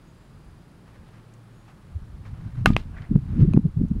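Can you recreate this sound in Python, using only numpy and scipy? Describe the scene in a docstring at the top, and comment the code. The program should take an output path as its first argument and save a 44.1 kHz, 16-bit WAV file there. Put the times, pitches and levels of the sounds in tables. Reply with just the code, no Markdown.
"""An open dirt field, one microphone in a light breeze. At first a faint distant rumble, insects and a few
thin bird notes; a far-off drone swells and fades while shoes scuff the dirt. At 2.66 s a bat cracks on a
softball and rings briefly, the ball smacks the ground a tenth of a second later, and the tree line throws
back a soft echo. A shoe twists on the follow-through, a sole lands, and the risen breeze buffets the
microphone to the end."""
import sys
import numpy as np
from scipy import signal
from scipy.fft import rfft, irfft
from scipy.io import wavfile
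from scipy.ndimage import uniform_filter1d, map_coordinates

SR = 44100
rng = np.random.default_rng(int(sys.argv[2]) if len(sys.argv) > 2 else 0)


def master_out(mix):
    """Clip the mix to full scale and print it as 16-bit PCM to the path in sys.argv[1]."""
    frames = np.transpose(np.atleast_2d(mix))
    ceiling = np.clip(frames, -1, 1)
    pcm = np.round(ceiling * 32767).astype(np.int16)
    wavfile.write(sys.argv[1], SR, pcm)


N = 176400
TIME = np.arange(N) / SR


def from_db(db):
    """Decibels to gain."""
    return 10 ** (np.asarray(db) / 20)


def rms_one(x):
    """Scale to unit rms."""
    return x / np.sqrt(np.mean(x ** 2) + 1e-20)


def noise(colour):
    """Unit noise with a spectrum of (frequency [Hz], level [dB]) points."""
    hz, db = np.transpose(colour)
    bins = np.maximum(np.fft.rfftfreq(N, 1 / SR), 1)
    gain = from_db(np.interp(np.log(bins), np.log(hz), db))
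    return rms_one(irfft(rfft(rng.standard_normal(N)) * gain, N))


def lowpass(x, hz):
    """Second-order low-pass."""
    return signal.sosfilt(signal.butter(2, hz, fs=SR, output="sos"), x)


def wander(hz):
    """Random motion of unit rms, mostly slower than hz."""
    return rms_one(lowpass(rng.standard_normal(N), hz))


def band_noise(hz, width_hz):
    """Unit noise through one resonance."""
    radius = np.exp(-np.pi * width_hz / SR)
    feedback = [1, -2 * radius * np.cos(2 * np.pi * hz / SR), radius ** 2]
    return rms_one(signal.lfilter([1, 0, -1], feedback, rng.standard_normal(N)))


def decay(at, t60):
    """Sudden start, exponential fall."""
    return (TIME >= at) * from_db(-60 * np.clip((TIME - at) / t60, 0, 4))


def swell(at, half_s):
    """Smooth rise and fall around a moment."""
    return np.exp(-.5 * np.minimum(((TIME - at) / half_s) ** 2, 100))


def strike(modes, at, db, contact_hz, stagger_s=0):
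    """A blow sets all modes ringing, high ones first if staggered; the soft contact dulls the top."""
    rings = 0
    for hz, mode_db, t60 in modes:
        start = at + stagger_s * min(1000 / hz, 2)
        rings += from_db(mode_db) * decay(start, t60) * np.sin(2 * np.pi * hz * (TIME - start))
    return -from_db(db) * lowpass(rings, contact_hz)


def distance():
    """Distant rumble and leaves; a far-off drone swells and fades."""
    # spectrum of the open air: (frequency [Hz], level [dB])
    air_colour = [(18, -31.5), (30, -5), (70, -15.5), (100, -9.5), (130, -4), (180, -6), (240, -13.5),
                  (320, -16), (450, -21), (700, -25), (1200, -25), (2200, -34), (4500, -39.5),
                  (6000, -44.5), (9500, -45.5), (11000, -47.5), (12500, -53), (15500, -53)]
    drone = from_db(-48) * swell(1.35, half_s=.35) * np.sin(2 * np.pi * 113.6 * TIME)
    return from_db(-50.5) * noise(air_colour) + drone


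def insects(pulses_per_s=30):
    """One insect pulses very high; a second holds a thin, slightly wavering note."""
    pulses = np.sin(np.pi * pulses_per_s * TIME) ** 4
    buzz = rms_one(band_noise(10140, width_hz=500) * pulses)
    whine_hz = 4890 + 14 * wander(30)
    whine = swell(.25, half_s=.55) * np.sin(2 * np.pi * np.cumsum(whine_hz) / SR)
    return from_db(-84) * buzz + from_db(-78) * whine


def birds():
    """Thin gliding notes with a fast waver, barely reaching the microphone."""
    # bird notes: (time [s], half length [s], pitch [Hz], glide [Hz/s], level [dB])
    notes = [(.09, 0.028, 6700, 1497, -72), (.23, 0.066, 7300, -2500, -77), (1.59, 0.038, 6780, 1194, -74)]
    waver_hz = 95 * wander(220)
    song = 0
    for at, half_s, hz, glide, db in notes:
        pitch_hz = hz + glide * (TIME - at) + waver_hz
        song += from_db(db) * swell(at, half_s) * np.sin(2 * np.pi * np.cumsum(pitch_hz) / SR)
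    return song


def shoes():
    """Soles scuff the grainy dirt, twist on the follow-through and land once on hard ground."""
    # scuffs and twists of a sole: (time [s], level [dB], half length [s])
    scuffs = [(0.878, -60, 0.021), (0.953, -59, 0.021), (1.072, -61, 0.018), (1.16, -59, 0.032),
              (1.694, -56, 0.021), (2.268, -52, 0.014), (2.43, -60.5, 0.12), (2.585, -59.5, 0.026),
              (3.338, -58, 0.076), (3.423, -51, 0.022), (3.535, -58, 0.04)]
    twists = [(2.981, -47.5, 0.014), (3.032, -52.5, 0.022)]
    # their spectra: (frequency [Hz], level [dB])
    scuff_colour = [(200, -15), (600, 1), (1300, 2.5), (2500, -6), (5000, -16.5), (10000, -32),
                    (15000, -37)]
    twist_colour = [(300, -25), (700, -10), (1400, -7.5), (1950, -3), (2300, -9.5), (2800, -20),
                    (6000, -32.5), (12000, -56)]
    # ring of sole and dirt: (frequency [Hz], level [dB], t60 [s])
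    sole_modes = [(600, -6, 0.0068), (1100, -9.5, 0.0066), (2520, -13.5, 0.014), (3900, -24, 0.0071),
                  (6500, -24, 0.00505), (9400, -17.5, .005)]
    grain = from_db(2.5 * wander(150))
    rubs = 0
    for colour, moves in (scuff_colour, scuffs), (twist_colour, twists):
        envelope = sum(from_db(db) * swell(at, half_s) for at, db, half_s in moves)
        rubs += rms_one(noise(colour) * grain) * envelope
    return rubs + strike(sole_modes, at=3.5362, db=-17.5, contact_hz=7000)


def ticks():
    """A few small ticks among the footwork, each a dying band of noise."""
    # ticks: (time [s], level [dB], t60 [s], centre [Hz])
    bursts = [(1.338, -56.5, .025, 6800), (2.253, -49, 0.025, 2200), (2.7326, -37, 0.031, 2920),
              (3.02, -49, 0.027, 3300), (3.884, -59, .025, 6500)]
    return sum(lowpass(from_db(db) * decay(at, t60) * band_noise(hz, .3 * hz), 1.4 * hz)
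               for at, db, t60, hz in bursts)


def breeze(gust_db=-18, speed_exponent=.17, even_s=.043):
    """Eddies pass the microphone port faster and harder as the breeze rises."""
    # strength of the breeze at the microphone: (time [s], level [dB])
    strength = [(0, -57), (.45, -49.5), (.7, -63.5), (1.0, -52), (1.3, -88), (1.65, -64), (1.82, -56.5),
                (1.96, -42), (2.1, -45.5), (2.3, -36), (2.37, -42.5), (2.45, -35), (2.52, -41.5),
                (2.59, -31), (2.65, -31.5), (2.675, -20), (2.73, -22.5), (2.78, -26), (2.82, -38),
                (3.0, -35.5), (3.075, -44), (3.115, -22), (3.17, -22.5), (3.22, -35.5), (3.35, -27.5),
                (3.43, -18), (3.51, -24.5), (3.57, -19.5), (3.62, -36), (3.66, -22.5), (3.73, -45.5),
                (3.77, -28), (3.83, -22.5), (3.89, -29), (3.92, -26.5), (3.96, -28), (4, -29)]
    # eddy spectrum at a strength of gust_db: (frequency [Hz], level [dB])
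    eddy_colour = [(15, -15.5), (30, 1.5), (70, 0), (135, 2), (200, -3.5), (300, -12), (430, -23.5),
                   (650, -47), (1200, -67.5), (4000, -97)]
    level_db = np.interp(TIME, *np.transpose(strength)) + 2.5 * wander(23.1)
    speed = from_db(speed_exponent * (np.maximum(level_db, -42) - gust_db))
    eddies = map_coordinates(noise(eddy_colour), [np.cumsum(speed)], order=3, mode="wrap")
    # even out the eddies so that the breeze sets their loudness
    window = np.hanning(int(2 * even_s * SR))
    power = signal.fftconvolve(eddies ** 2, window / window.sum(), "same")
    return from_db(level_db + 1) * eddies / np.sqrt(power + 1e-9)


def buffets(swirl_db=-21.5, pop_width_s=.0003):
    """Big eddies thump the port; the higher ones carry fine turbulence, the hardest end in a dull pop."""
    # single eddies: (time [s], level [dB], frequency [Hz], half length [s])
    eddies = [(0.459, -45, 61, .012), (0.529, -42, 70, 0.0078), (0.999, -41.5, 71, 0.0086),
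              (1.964, -21, 79.7, 0.0073), (2.144, -27.5, 55, 0.0067), (2.333, -23.5, 85, 0.0033),
              (2.585, -22, 125, 0.0049), (2.626, -20, 110, 0.0067), (2.675, -11.5, 161.6, 0.0024),
              (2.7045, -2, 175, 0.0015), (3.1155, -11.5, 200, 0.0024), (3.160, -2.5, 165, 0.0024),
              (3.372, -19, 205, 0.0047), (3.398, -12.5, 175, .006), (3.429, -6, 133.7, 0.0078),
              (3.449, -14.5, 174, 0.0045), (3.451, -19, 353, 0.0031), (3.486, -10, 175, 0.0036),
              (3.548, -5, 195.5, 0.0024), (3.568, -4.5, 130, 0.003), (3.575, 1.5, 210, 0.0012),
              (3.594, -11.5, 210, .003), (3.658, -9, 159.5, .005), (3.773, -13.5, 135, 0.0046),
              (3.816, -8.5, 220, 0.0014), (3.838, -14.5, 190, 0.0048), (3.85, -16, 220, 0.0025),
              (3.917, -11, 190.3, 0.003)]
    # turbulence inside a thump: (frequency [Hz], level [dB])
    swirl_colour = [(100, -12.5), (220, 0), (330, 2.5), (450, -7.5), (600, -20.5), (900, -36.5),
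                    (2000, -65)]
    # pops at the port: (time [s], level [dB])
    pops = [(2.7044, -11), (3.1585, -21.5), (3.5652, -22.5), (3.5755, -22.5)]
    swirl = from_db(swirl_db) * noise(swirl_colour)
    thumps = 0
    for at, db, hz, half_s in eddies:
        envelope = from_db(db) / np.cosh(np.minimum(np.abs(TIME - at) / half_s, 20))
        thumps += envelope * np.cos(2 * np.pi * hz * (TIME - at))
        if hz > 150:
            thumps += envelope * swirl
    spikes = sum(from_db(db) * np.exp(-np.minimum(np.abs(TIME - at) / pop_width_s, 20))
                 for at, db in pops)
    return thumps + lowpass(spikes, 3800)


def wind():
    """Breeze and buffets right on the microphone, rolled off below 22 Hz."""
    low_cut = signal.butter(2, 22, "high", fs=SR, output="sos")
    return signal.sosfilt(low_cut, breeze() + buffets())


def tree_echo(hits, delay_s=.29, rise_s=.035):
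    """Countless leaves and trunks at the tree line return a late, smeared, dull copy."""
    build_up = np.exp(np.minimum(TIME - delay_s, 0) / rise_s)
    response = rng.standard_normal(N) * np.where(TIME < delay_s, build_up, decay(delay_s, t60=.71))
    echo = signal.fftconvolve(hits, response / np.linalg.norm(response))[:N]
    return from_db(-32.5) * lowpass(echo, 1700)


def cracks(rise_s=.0041):
    """The gritty snap of each contact arrives direct, then scattered back by ground and fence."""
    # direct snaps and scattered tails: (time [s], level [dB], t60 [s])
    snaps = [(2.6588, -11.5, 0.0086), (2.7658, -29, 0.0048)]
    scatters = [(2.663, -32.5, 0.17), (2.766, -42, 0.21)]
    # their spectra: (frequency [Hz], level [dB])
    snap_colour = [(300, -8), (1500, 2), (3500, 8), (6000, -10.5), (9500, -7), (15000, -21.5)]
    scatter_colour = [(300, -2.5), (800, 3), (1450, -1), (2000, -0.5), (2700, 0), (4500, -7.5),
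                      (7000, -16.5), (10000, -21), (15000, -31.5)]
    direct = noise(snap_colour) * sum(from_db(db) * decay(at, t60) for at, db, t60 in snaps)
    tail = sum(from_db(db) * decay(at, t60) * np.clip((TIME - at) / rise_s, 0, 1)
               for at, db, t60 in scatters)
    scattered = noise(scatter_colour) * tail
    grain = rms_one(from_db(3 * wander(220)))  # separate reflections make the tail uneven
    return direct + scattered * grain


def bounce():
    """The ball smacks the hard dirt and its ring dies at once."""
    # ring of the ball on dirt: (frequency [Hz], level [dB], t60 [s])
    ball_modes = [(376, -17.5, 0.0053), (770, -14, 0.0065), (1180, -8.5, .006), (1680, -17, 0.0049),
                  (2130, -13, 0.0077), (2550, -10, .010), (2800, -13, 0.005), (3300, -19.5, 0.0028),
                  (4330, -27.5, 0.0087), (7500, -30.5, .005)]
    return strike(ball_modes, at=2.7655, db=.5, contact_hz=4500, stagger_s=.0001)


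def bat():
    """The bat meets the softball and both ring briefly."""
    # ring of barrel and ball: (frequency [Hz], level [dB], t60 [s])
    bat_modes = [(481, -19, .012), (803, -10.5, 0.025), (1167, -9.5, 0.0165), (1224, -24.5, 0.15),
                 (1490, -1.5, 0.015), (1630, -11, 0.019), (2154, -16, 0.031), (2670, -12, 0.019),
                 (2820, -9.5, 0.012), (3077, -14.5, 0.015), (3430, -39, 0.092), (4020, -17, 0.014),
                 (4200, -46.5, 0.13), (5110, -30, 0.015), (8350, -31, .007), (10100, -29, .007)]
    return strike(bat_modes, at=2.6592, db=.5, contact_hz=5970, stagger_s=.00029)


def scene():
    """Bat, bounce and echo over the field's background, all at one microphone."""
    hits = bat() + bounce() + cracks()
    return (hits + tree_echo(hits) + shoes() + ticks() + wind() + distance() + insects() + birds())[None]


def record(dry, knee_db=-11, window_s=.04, release_db_per_s=.5, ceiling=.95, cutoff_hz=15700):
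    """The recorder's gain control ducks after sustained loud sound; peaks are rounded, the top is cut."""
    power = uniform_filter1d(dry[0] ** 2, int(window_s * SR))
    excess_db = np.maximum(10 * np.log10(np.abs(power) + 1e-12) - knee_db, 0)
    release_db = release_db_per_s * TIME
    duck_db = np.maximum.accumulate(excess_db + release_db) - release_db  # hold peaks, let go slowly
    drive = dry * from_db(-lowpass(duck_db, 15)) / ceiling
    rounded = ceiling * drive / (1 + drive ** 4) ** .25
    return signal.sosfilt(signal.ellip(10, .1, 80, cutoff_hz, fs=SR, output="sos"), rounded)


dry = scene()
out = record(dry)
master_out(out)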